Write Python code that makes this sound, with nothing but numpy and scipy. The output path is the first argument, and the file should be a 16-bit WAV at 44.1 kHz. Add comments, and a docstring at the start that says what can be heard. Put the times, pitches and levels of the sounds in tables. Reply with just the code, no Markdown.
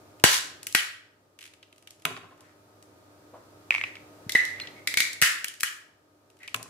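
"""Walnut shells snap in short volleys in a hand-held lever nutcracker above a wooden kitchen table.
Each crack is shaped noise: a hollow ring, a high snap, splinters, a thump and a grinding trail.
Nuts knock, slip and squeak in the metal cup, crumbs tick, and two cracked nuts drop and rock on the wood.
Close reflections, narrow resonances and a live room answer, over dull air noise and a faint hum."""
import sys
import numpy as np
from scipy import signal
from scipy.fft import rfft, irfft
from scipy.io import wavfile
from scipy.ndimage import uniform_filter1d

SR = 44100
rng = np.random.default_rng(int(sys.argv[2]) if len(sys.argv) > 2 else 0)


def put_to_file(sound):
    """Save the sound as 16-bit audio at rate SR, in the file named by the first command-line argument."""
    columns = np.atleast_2d(sound).T  # one column per channel
    safe = np.clip(columns, -1, 1)
    whole_steps = np.round(safe * 32767)
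    wavfile.write(sys.argv[1], SR, whole_steps.astype(np.int16))


N = 295029
CLICK_SAMPLES = 4096
CLICK_AGE_S = np.arange(CLICK_SAMPLES) / SR


def amp(db):
    """Convert dB to an amplitude factor."""
    return 10 ** (np.asarray(db) / 20)


def sized(x, db):
    """Give a stereo click the energy of 5 ms at this level."""
    energy = np.sum(x ** 2) / 2 / (.005 * SR)
    return x * amp(db) / np.sqrt(energy + 1e-20)


def add(track, start_s, x):
    """Mix a stereo sound in at a time."""
    start = max(int(start_s * SR), 0)
    track[:, start:start + x.shape[1]] += x[:, :max(N - start, 0)]


def place(near, far, start_s, x, room_db):
    """A sound reaches the ears directly and also feeds the room."""
    add(near, start_s, x)
    add(far, start_s, x * amp(room_db))


def panned(x, left_db):
    """Lean a sound left by a level difference between the ears."""
    return x * amp(np.array([[left_db], [-left_db]]) / 2)


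def lagged(x, delay_s):
    """Sound from the left reaches the right ear a moment later."""
    count = np.arange(x.shape[1])
    right = np.interp(count - np.round(delay_s * SR), count, x[1])
    return np.array([x[0], right])


def band(x, low_hz, high_hz, order=2):
    """Causal band-pass."""
    sos = signal.butter(order, [low_hz, min(high_hz, .48 * SR)], "band", fs=SR, output="sos")
    return signal.sosfilt(sos, x)


def ring(x, hz, width_hz):
    """One damped resonance: the narrower, the longer it rings."""
    return signal.lfilter(*signal.iirpeak(hz, hz / width_hz, fs=SR), x)


def along(points, hz, column=1):
    """Read a table column on a log-frequency axis."""
    points = np.array(points)
    return np.interp(np.log(hz + 1), np.log(points[:, 0]), points[:, column])


def coloured(x, points):
    """Causal minimum-phase filter through (Hz, dB) points."""
    hz = np.fft.rfftfreq(CLICK_SAMPLES, 1 / SR)
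    cepstrum = irfft(np.log(amp(along(points, hz))))
    # fold the cepstrum so that the response starts at once
    cepstrum[1:CLICK_SAMPLES // 2] *= 2
    cepstrum[CLICK_SAMPLES // 2 + 1:] = 0
    response = irfft(np.exp(rfft(cepstrum)))
    return signal.fftconvolve(x, response[None], axes=1)[:, :x.shape[1]]


def pair(size, alike):
    """Stereo noise with a share of power common to both ears."""
    alike = np.clip(alike, 0, 1)
    common = np.sqrt(alike) * rng.standard_normal(size)
    return common + np.sqrt(1 - alike) * rng.standard_normal((2, size))


def volley(decay_s, alike=.5, grain=0.71, smooth_hz=350):
    """A run of tiny fractures swells and dies within milliseconds, evened out across the spectrum."""
    envelope = CLICK_AGE_S / decay_s * np.exp(-CLICK_AGE_S / decay_s)
    unevenness = np.exp(grain * rng.standard_normal(CLICK_SAMPLES))
    spectrum = rfft(pair(CLICK_SAMPLES, alike) * unevenness * envelope)
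    smooth_bins = max(int(smooth_hz * CLICK_SAMPLES / SR), 1)
    power = uniform_filter1d(np.abs(spectrum) ** 2, smooth_bins, axis=1)
    return irfft(spectrum / np.sqrt(power + 1e-20)) * (CLICK_AGE_S < 10 * decay_s)


def grind(length_s, db, hz, width_hz, rate_hz=1500, spread_db=14):
    """Many tiny slips of uneven size swell and fade as the pressure passes, through one resonance."""
    t = np.arange(SR // 4) / SR
    happens = rng.random(len(t)) < rate_hz / SR
    size = amp(-spread_db * rng.random(len(t)))
    slips = happens * size * np.sign(pair(len(t), alike=0.25))
    pressed = (slips * np.sin(np.pi * t / length_s))[:, t < length_s]
    x = band(ring(pressed, hz, width_hz), 1100, 15000)
    return x * amp(db) / (np.std(x) + 1e-12)


def splinters(db, top_hz=14000):
    """Fibres part with a very short, bright tick."""
    return sized(band(volley(decay_s=.001, alike=.2), 3800, top_hz), db)


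# Shell fractures, and at 4.351 s the nut slipping in the cup with a thump.
# Each row: time in s, hollow ring in dB, ring in Hz, splinters in dB, room feed in dB.
SHELL_CRACKS = [(0.2385, -11, 1800, -13, 3.5), (0.6687, -36, 2430, -29, -3),
                (0.7487, -13.5, 2010, -18.5, 1.5), (4.2938, -30, 2050, -32.5, -1.5),
                (4.3202, -44, 2180, -32, 0), (4.351, -18, 1910, -34, 5.5), (4.451, -48, 2160, -37.5, 1.5),
                (4.8731, -22.5, 2145, -26.5, 0.5), (4.94, -25, 2100, -32.5, -24),
                (4.972, -17.5, 2170, -23, 5), (5.003, -18.5, 2070, -22, 0), (5.216, -22, 2150, -17.5, -1),
                (5.2222, -14.5, 1950, -19, 8), (5.4437, -27, 2250, -26, -6.5),
                (5.6067, -40, 2450, -29.5, -5), (5.6322, -20, 1750, -21.5, -0.5)]
# In this span the shell is still closed: it rings narrowly and creaks. Otherwise it is broken.
CLOSED_START_S, CLOSED_END_S = 4, 5.1
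CLOSED_WIDTH_HZ, BROKEN_WIDTH_HZ = 164, 940
CREAK_DB, CREAK_WIDTH_HZ = -23, 150  # dB relative to the ring
DEBRIS_DB, DEBRIS_HZ, DEBRIS_WIDTH_HZ = -19.5, 3000, 350  # dB relative to the ring
TRAIL_DELAY_S, TRAIL_S = .005, .062
# dB of a broken shell's snap and any thump at a ring of HARD_DB; growth in dB per dB of ring
HARD_DB = -13
SNAP_DB, SNAP_GROWTH = -18.5, 3.5
THUMP_DB, THUMP_GROWTH = -32, 1.3
CLOSED_SNAP_DB = 1.5  # relative to the splinters


def cracks(near, far, overtone=1.65, snap_width_hz=1100, left_db=0.7, trail_room_db=-2):
    """The shell snaps (once, the nut slips) at a high mode over its hollow ring; a grinding trail follows."""
    for time_s, ring_db, hz, splinter_db, room_db in SHELL_CRACKS:
        force_db = ring_db - HARD_DB
        if CLOSED_START_S < time_s < CLOSED_END_S:
            width_hz = CLOSED_WIDTH_HZ
            snap_db = splinter_db + CLOSED_SNAP_DB
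            trail = grind(TRAIL_S, ring_db + CREAK_DB, hz, CREAK_WIDTH_HZ)
        else:
            width_hz = BROKEN_WIDTH_HZ
            snap_db = SNAP_DB + SNAP_GROWTH * force_db
            trail = grind(TRAIL_S, ring_db + DEBRIS_DB, DEBRIS_HZ, DEBRIS_WIDTH_HZ)
        hollow = ring(volley(decay_s=0.0011, alike=.7), hz, width_hz)
        hollow = sized(band(hollow, 1150, 3500, order=3), ring_db)
        snap = ring(volley(decay_s=0.0017, alike=.25), overtone * hz, snap_width_hz)
        snap = sized(band(snap, 3600, 8500), snap_db)
        shell = panned(hollow + snap + splinters(splinter_db), left_db)
        thump = jolt(THUMP_DB + THUMP_GROWTH * force_db)
        place(near, far, time_s - .0003, shell + thump, room_db)
        place(near, far, time_s + TRAIL_DELAY_S, trail, trail_room_db)


# Spectrum of the dull jolt. Each row: frequency in Hz, relative level in dB.
JOLT_COLOUR = [(30, -16.5), (90, -5.5), (160, 1), (330, 2.5), (600, -8), (1000, -3.5), (1800, -33)]


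def jolt(db, left_db=5):
    """A dull shock runs through the lever."""
    shock = coloured(volley(decay_s=0.00057, alike=0.55), JOLT_COLOUR)
    return panned(sized(shock, db), left_db)


# The lever jolts as the nut gives way or, at 4.35 s, slips in the cup.
# Each row: time in s, level in dB.
LEVER_JOLTS = [(0.2391, -11.5), (0.7492, -28.5), (4.35, -26), (5.2213, -32.5)]


def lever(near, far, room_db=2):
    """The handles jump together when the nut yields or slips."""
    for time_s, db in LEVER_JOLTS:
        place(near, far, time_s, jolt(db), room_db)


# A nut knocks against the metal cup. Each row: time in s, level of the hollow in dB.
CUP_KNOCKS = [(3.7066, -14.5), (3.7225, -26), (3.741, -27), (3.749, -21.5), (3.7611, -29), (3.7816, -28.5),
              (3.813, -26), (3.8379, -24), (3.842, -31), (3.968, -44), (6.4324, -45), (6.483, -38.5)]
KNOCK_HZ = 2290
GRAZE_DB, GRAZE_S = -26.5, .055  # dB relative to the knock


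def knocks(near, far, width_hz=280, room_db=-8, dull_db=-8, splinter_db=-31, scatter=0.051):
    """A nut bounces in the cup: a dull contact, the ring of its hollow and a short graze."""
    for time_s, db in CUP_KNOCKS:
        hz = KNOCK_HZ * np.exp(scatter * rng.standard_normal())
        contact = volley(decay_s=0.00044, alike=0.53)
        hollow = sized(band(ring(contact, hz, width_hz), 1600, 2800), db)
        dull = sized(band(contact, 900, 2900), db + dull_db)
        x = hollow + dull + splinters(db + splinter_db)
        place(near, far, time_s - .0002, x, room_db)
        graze = grind(GRAZE_S, db + GRAZE_DB, hz=2040, width_hz=350)
        place(near, far, time_s, graze, room_db=3)


# The shell slips in the cup.
# Each row: time of the peak in s, level in dB, pitch in Hz, half length in s, room feed in dB.
SHELL_SQUEAKS = [(4.3566, -8, 1969, 0.0033, -1.5), (4.392, -23.5, 2022, 0.0037, 10.5),
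                 (4.619, -29.5, 4157, 0.0068, -10)]


def squeaks(near, far, second_db=-22, third_db=-31, left_db=-3, wander_rad=0.013):
    """Stick-slip locks on to the hollow of the nut for a brief run of uneven cycles."""
    peak_s = CLICK_AGE_S[CLICK_SAMPLES // 2]
    for time_s, db, hz, half_s, room_db in SHELL_SQUEAKS:
        wander = wander_rad * np.cumsum(rng.standard_normal(CLICK_SAMPLES))
        phase = 2 * np.pi * hz * CLICK_AGE_S + wander
        tone = sum(amp(gain_db) * np.sin(k * phase)
                   for k, gain_db in enumerate([0, second_db, third_db], 1))
        swell = np.exp(-((CLICK_AGE_S - peak_s) / half_s) ** 2)
        x = sized(panned(tone * swell, left_db), db)
        place(near, far, time_s - peak_s, x, room_db)


TICK_HZ, PITCH_SCATTER = 2640, .06  # pieces differ in size by about this share


def tick(db, splinter_db, width_hz=1100):
    """A small piece of shell catches and lets go."""
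    hz = TICK_HZ * np.exp(PITCH_SCATTER * rng.standard_normal())
    body = band(ring(volley(decay_s=0.0014), hz, width_hz), 990, 6000)
    return sized(body, db) + splinters(splinter_db, top_hz=11300)


# Shell edges catch. Each row: time in s, ring in dB, splinters in dB.
EDGE_TICKS = [(.198, -53, -54.5), (0.63, -48, -39.5), (0.7247, -64, -37), (1.5367, -52.5, -58),
              (1.628, -48, -61), (1.7264, -53.5, -60.5), (1.873, -44.5, -50), (1.9063, -55, -46.5),
              (2.165, -41, -61), (2.173, -46.5, -57), (2.407, -63, -53.5), (2.8254, -62, -52.5),
              (3.9543, -42.5, -60), (4.5992, -32.5, -51.5), (4.672, -38.5, -71), (5.131, -51, -34.5),
              (5.4827, -55, -33.5), (5.601, -49, -44), (6.477, -39, -45.5), (6.561, -52, -39),
              (6.6281, -53, -38)]


def ticks(near, far, room_db=-3):
    """Single shell edges catch under the fingers and the lever."""
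    for time_s, db, splinter_db in EDGE_TICKS:
        place(near, far, time_s - .0003, tick(db, splinter_db), room_db)


RASP_START_S, RIB_GAP_S = 1.392, 0.012
RASP_DB, RASP_SPLINTER_DB = -48, -51.5  # before the spread from rib to rib


def rasp(near, far, room_db=-2, jitter=0.21, spread_db=2, count=8):
    """The cracked nut slides out of the cup, skipping unevenly over its ribs, one tick a rib."""
    for k, (late, size) in enumerate(rng.standard_normal((count, 2))):
        x = tick(RASP_DB, RASP_SPLINTER_DB) * amp(spread_db * size)
        place(near, far, RASP_START_S + RIB_GAP_S * (k + jitter * late), x, room_db)


# Fingers loosen crumbs. Each row: start in s, length in s, mean level in dB.
CRUMB_SPELLS = [(1.752, 0.27, -62.5), (2.3, 0.13, -75), (5.467, .14, -52.5), (6.299, 0.25, -62)]
CRUMB_SPREAD_DB, CRUMB_SPLINTER_DB = 2.5, 2  # splinters relative to the tick


def crumbs(near, far, room_db=-2, count=6):
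    """A few faint ticks are scattered at random over each spell of handling."""
    for start_s, length_s, db in CRUMB_SPELLS:
        for when, size in zip(rng.random(count), rng.standard_normal(count)):
            level_db = db + CRUMB_SPREAD_DB * size
            x = tick(level_db, level_db + CRUMB_SPLINTER_DB)
            place(near, far, start_s + when * length_s, x, room_db)


# A shell grinds on its own pieces, the cup or the table.
# Each row: start in s, length in s, level in dB, centre in Hz, width in Hz.
SHELL_RUBS = [(0.263, .14, -27, 3477, 5510), (2.049, .15, -68.5, 2220, 1290),
              (2.375, 0.18, -66.5, 1650, 594), (4.502, 0.21, -50.5, 1983, 200),
              (4.732, 0.11, -56, 2115, 119), (6.395, 0.085, -53, 2000, 202)]


def rubs(near, far, room_db=-2):
    """A shell creeps over broken shell, metal or wood."""
    for start_s, length_s, db, hz, width_hz in SHELL_RUBS:
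        place(near, far, start_s, grind(length_s, db, hz, width_hz), room_db)


# Modes of the table top. Each row: frequency in Hz, width in Hz, relative level in dB.
TABLE_MODES = [(116, 10, 4.5), (162, 28, 2), (258, 12, 7), (388, 58, 1.5), (670, 180, -4), (844, 79, -20),
               (1045, 39, 4.5), (1330, 71, -12), (2700, 51, -23)]


def table(db, settle_s=0.027):
    """The nut chatters briefly on the wooden top and sets its modes ringing."""
    t = np.arange(SR // 2) / SR
    chatter = pair(len(t), alike=0.85) * np.exp(-t / settle_s)
    modes = sum(amp(gain_db) * ring(chatter, hz, width_hz) for hz, width_hz, gain_db in TABLE_MODES)
    return sized(band(modes, 110, 3000), db)


# A cracked nut lands on the table.
# Each row: time in s, shell in dB, splinters in dB, table in dB, room feed of the shell in dB.
NUT_DROPS = [(2.0517, -19, -31, -29, -3.5), (6.5437, -22.5, -31, -35, -10)]
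# Colour of a shell striking wood. Each row: frequency in Hz, relative level in dB.
SHELL_COLOUR = [(100, -62), (600, -21), (1000, 7), (1300, 11), (1900, 1), (2550, 12.5), (3000, 6.5),
                (3700, 3), (5000, -7), (12000, -12.5)]
ROCK_GAP_S, ROCK_STRETCH, ROCK_DB = .053, 1.13, -4.5  # first gap, factor per gap, change per rock


def drops(near, far, table_room_db=-3, count=5):
    """A cracked nut hits the table and rocks to rest, each rock slower and softer."""
    for time_s, shell_db, splinter_db, table_db, room_db in NUT_DROPS:
        shell = sized(coloured(volley(decay_s=0.0013, alike=0.11), SHELL_COLOUR), shell_db)
        x = shell + splinters(splinter_db, top_hz=11800)
        place(near, far, time_s - .0002, x, room_db)
        add(near, time_s, table(table_db))
        delays_s = np.cumsum(ROCK_GAP_S * ROCK_STRETCH ** np.arange(count))
        for k, delay_s in enumerate(delays_s, 1):
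            place(near, far, time_s + delay_s, table(table_db + k * ROCK_DB), table_room_db)


# Soft low bumps: muffled contacts, and the low thud under the crack near 5.22 s.
# Each row: start in s, level in dB, centre in Hz, decay in s, room feed in dB.
SOFT_BUMPS = [(3.325, -47.5, 439, 0.029, -9), (3.334, -40.5, 735, 0.026, 3),
              (4.2643, -36, 165, 0.00082, -1.5), (5.2203, -32, 171.8, 0.0021, -14),
              (5.2227, -42, 60, 0.0014, -15.5)]


def bumps(near, far):
    """Muffled contacts and the low thud under a crack: noise in a low band swells and decays."""
    for start_s, db, hz, decay_s, room_db in SOFT_BUMPS:
        envelope = CLICK_AGE_S * np.exp(-2 * CLICK_AGE_S / decay_s)
        push = pair(CLICK_SAMPLES, alike=0.98) * envelope
        x = sized(band(push, hz * 0.55, hz * 1.23), db)
        place(near, far, start_s, x, room_db)


# Reflections from the table and nearby things. 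Each row: delay in s, level in dB.
CLOSE_ECHOES = [(.0016, -14.5), (.0088, -17), (0.0177, -21.5)]


def reflections(near):
    """Hard surfaces close by repeat each sound."""
    out = near.copy()
    for delay_s, db in CLOSE_ECHOES:
        add(out, delay_s, lagged(near, delay_s=.0002) * amp(db))
    return lagged(out, delay_s=.00007)


# Narrow resonances of the room's answer.
# Each row: frequency in Hz, width in Hz, level in dB before the common trim.
NARROW_MODES = [(1483, 3.6, 0), (1630, 12, -4), (1926, 12, -3), (2360, 4.2, 2), (2900, 42, 1.5),
                (2990, 10, -4), (3460, 20, -4.5), (3930, 9.3, -3), (5100, 10, -0.5)]


def narrow_resonances(far, trim_db=-2):
    """Narrow resonances ring on faintly in the room after each shock."""
    return sum(amp(db + trim_db) * ring(far, hz, width_hz) for hz, width_hz, db in NARROW_MODES)


# The kitchen's echo. Each row: frequency in Hz, level in dB before the common trim, t60 in s.
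ROOM_ECHO = [(60, -18, 0.69), (250, -27.5, 0.89), (692.5, -2, 0.32), (955, -5.5, .55), (1500, 3.5, 0.54),
             (2040, 0, 0.5), (2870, -1, 0.5), (4440, -0.5, 0.5), (6500, 2.5, 0.41), (11000, -0.5, 0.35),
             (16000, -8, 0.35)]


def kitchen(far, trim_db=-3.5, first_s=0.0013, build_s=0.0019):
    """Dense echoes build up within milliseconds and die away at their own rate in each band."""
    t = np.arange(SR) / SR
    hz = np.fft.rfftfreq(SR, 1 / SR)
    noise = rfft(pair(SR, alike=0.063))
    edges_hz = np.append(0, np.geomspace(90, SR / 2, num=17))
    onset = 1 - np.exp(-np.maximum(t - first_s, 0) / build_s)
    response = 0
    for low_hz, high_hz in zip(edges_hz[:-1], edges_hz[1:]):
        centre_hz = (low_hz + high_hz) / 2
        t60_s = along(ROOM_ECHO, centre_hz, column=2)
        tail = irfft(noise * (hz >= low_hz) * (hz < high_hz), SR)
        tail = tail * onset * amp(-60 * t / t60_s)
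        # energy in proportion to bandwidth
        tail *= np.sqrt(2 * (high_hz - low_hz) / SR / np.sum(tail ** 2, axis=1, keepdims=True))
        response = response + tail * amp(along(ROOM_ECHO, centre_hz))
    return amp(trim_db) * signal.fftconvolve(far, response, axes=1)[:, :N]


# Course of the room tone. Each row: time in s, level in dB before the common trim.
TONE_COURSE = [(0.0, -56), (0.61, -58), (0.99, -66.5), (1.94, -64.5), (2.14, -62), (4.71, -52),
               (5.65, -67.5), (6.48, -63.5), (6.69, -60)]
# Colour of the air noise. Each row: frequency in Hz, relative level in dB.
TONE_COLOUR = [(18, -48), (30, -24), (64, -18), (92, -5), (219, -11), (307, -3.5), (420, -7.5), (606, -7.5),
               (996, -17), (1230, -15), (2130, -26), (2360, -25), (2830, -28), (4660, -27.5), (15500, -35)]
# Difference between the ears. Each row: frequency in Hz, side relative to mid in dB.
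TONE_WIDTH = [(100, -12), (380, -9), (700, -2), (1300, 1.5), (15000, 1)]
# Hum of a kitchen appliance. Each row: frequency in Hz, level in dB where the air is at AIR_REF_DB.
HUM_PARTIALS = [(100.4, -66.5), (300.3, -66), (393, -70), (614, -69.5), (920, -74.5), (1249, -72)]
AIR_REF_DB = -58  # reference for the balance of air and hum


def room_tone(trim_db=-0.5, waver_rad=0.97):
    """Dull air noise, most alike in both ears in the bass, and a slightly wavering hum."""
    t = np.arange(N) / SR
    mid, side = coloured(rng.standard_normal((2, N)), TONE_COLOUR)
    side = coloured(side[None], TONE_WIDTH) * np.array([[1], [-1]])
    air = (mid + side) * amp(AIR_REF_DB) / np.std(mid)
    knots_s = np.linspace(0, t[-1], num=40)
    hum = 0
    for hz, db in HUM_PARTIALS:
        drift = np.interp(t, knots_s, rng.standard_normal(len(knots_s)))
        phase = 2 * np.pi * hz * t + waver_rad * drift * hz / HUM_PARTIALS[0][0]
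        hum = hum + np.sqrt(2) * amp(db) * np.sin(phase)
    course_db = np.interp(t, *np.transpose(TONE_COURSE))
    return (air + hum) * amp(course_db - AIR_REF_DB + trim_db)


def scene():
    """All sounds of the nuts and the lever, with close reflections, resonances, room and tone."""
    near, far = np.zeros((2, N)), np.zeros((2, N))
    for source in (cracks, lever, knocks, squeaks, ticks, rasp, crumbs, rubs, drops, bumps):
        source(near, far)
    return reflections(near) + narrow_resonances(far) + kitchen(far) + room_tone()


TOP_HZ = 15400


def record(dry, ceiling=2.3):
    """The loudest snaps are rounded off; the top is cut."""
    rounded = ceiling * np.tanh(dry / ceiling)
    return signal.sosfilt(signal.ellip(8, .2, 70, TOP_HZ, fs=SR, output="sos"), rounded)


dry = scene()
out = record(dry)
put_to_file(out)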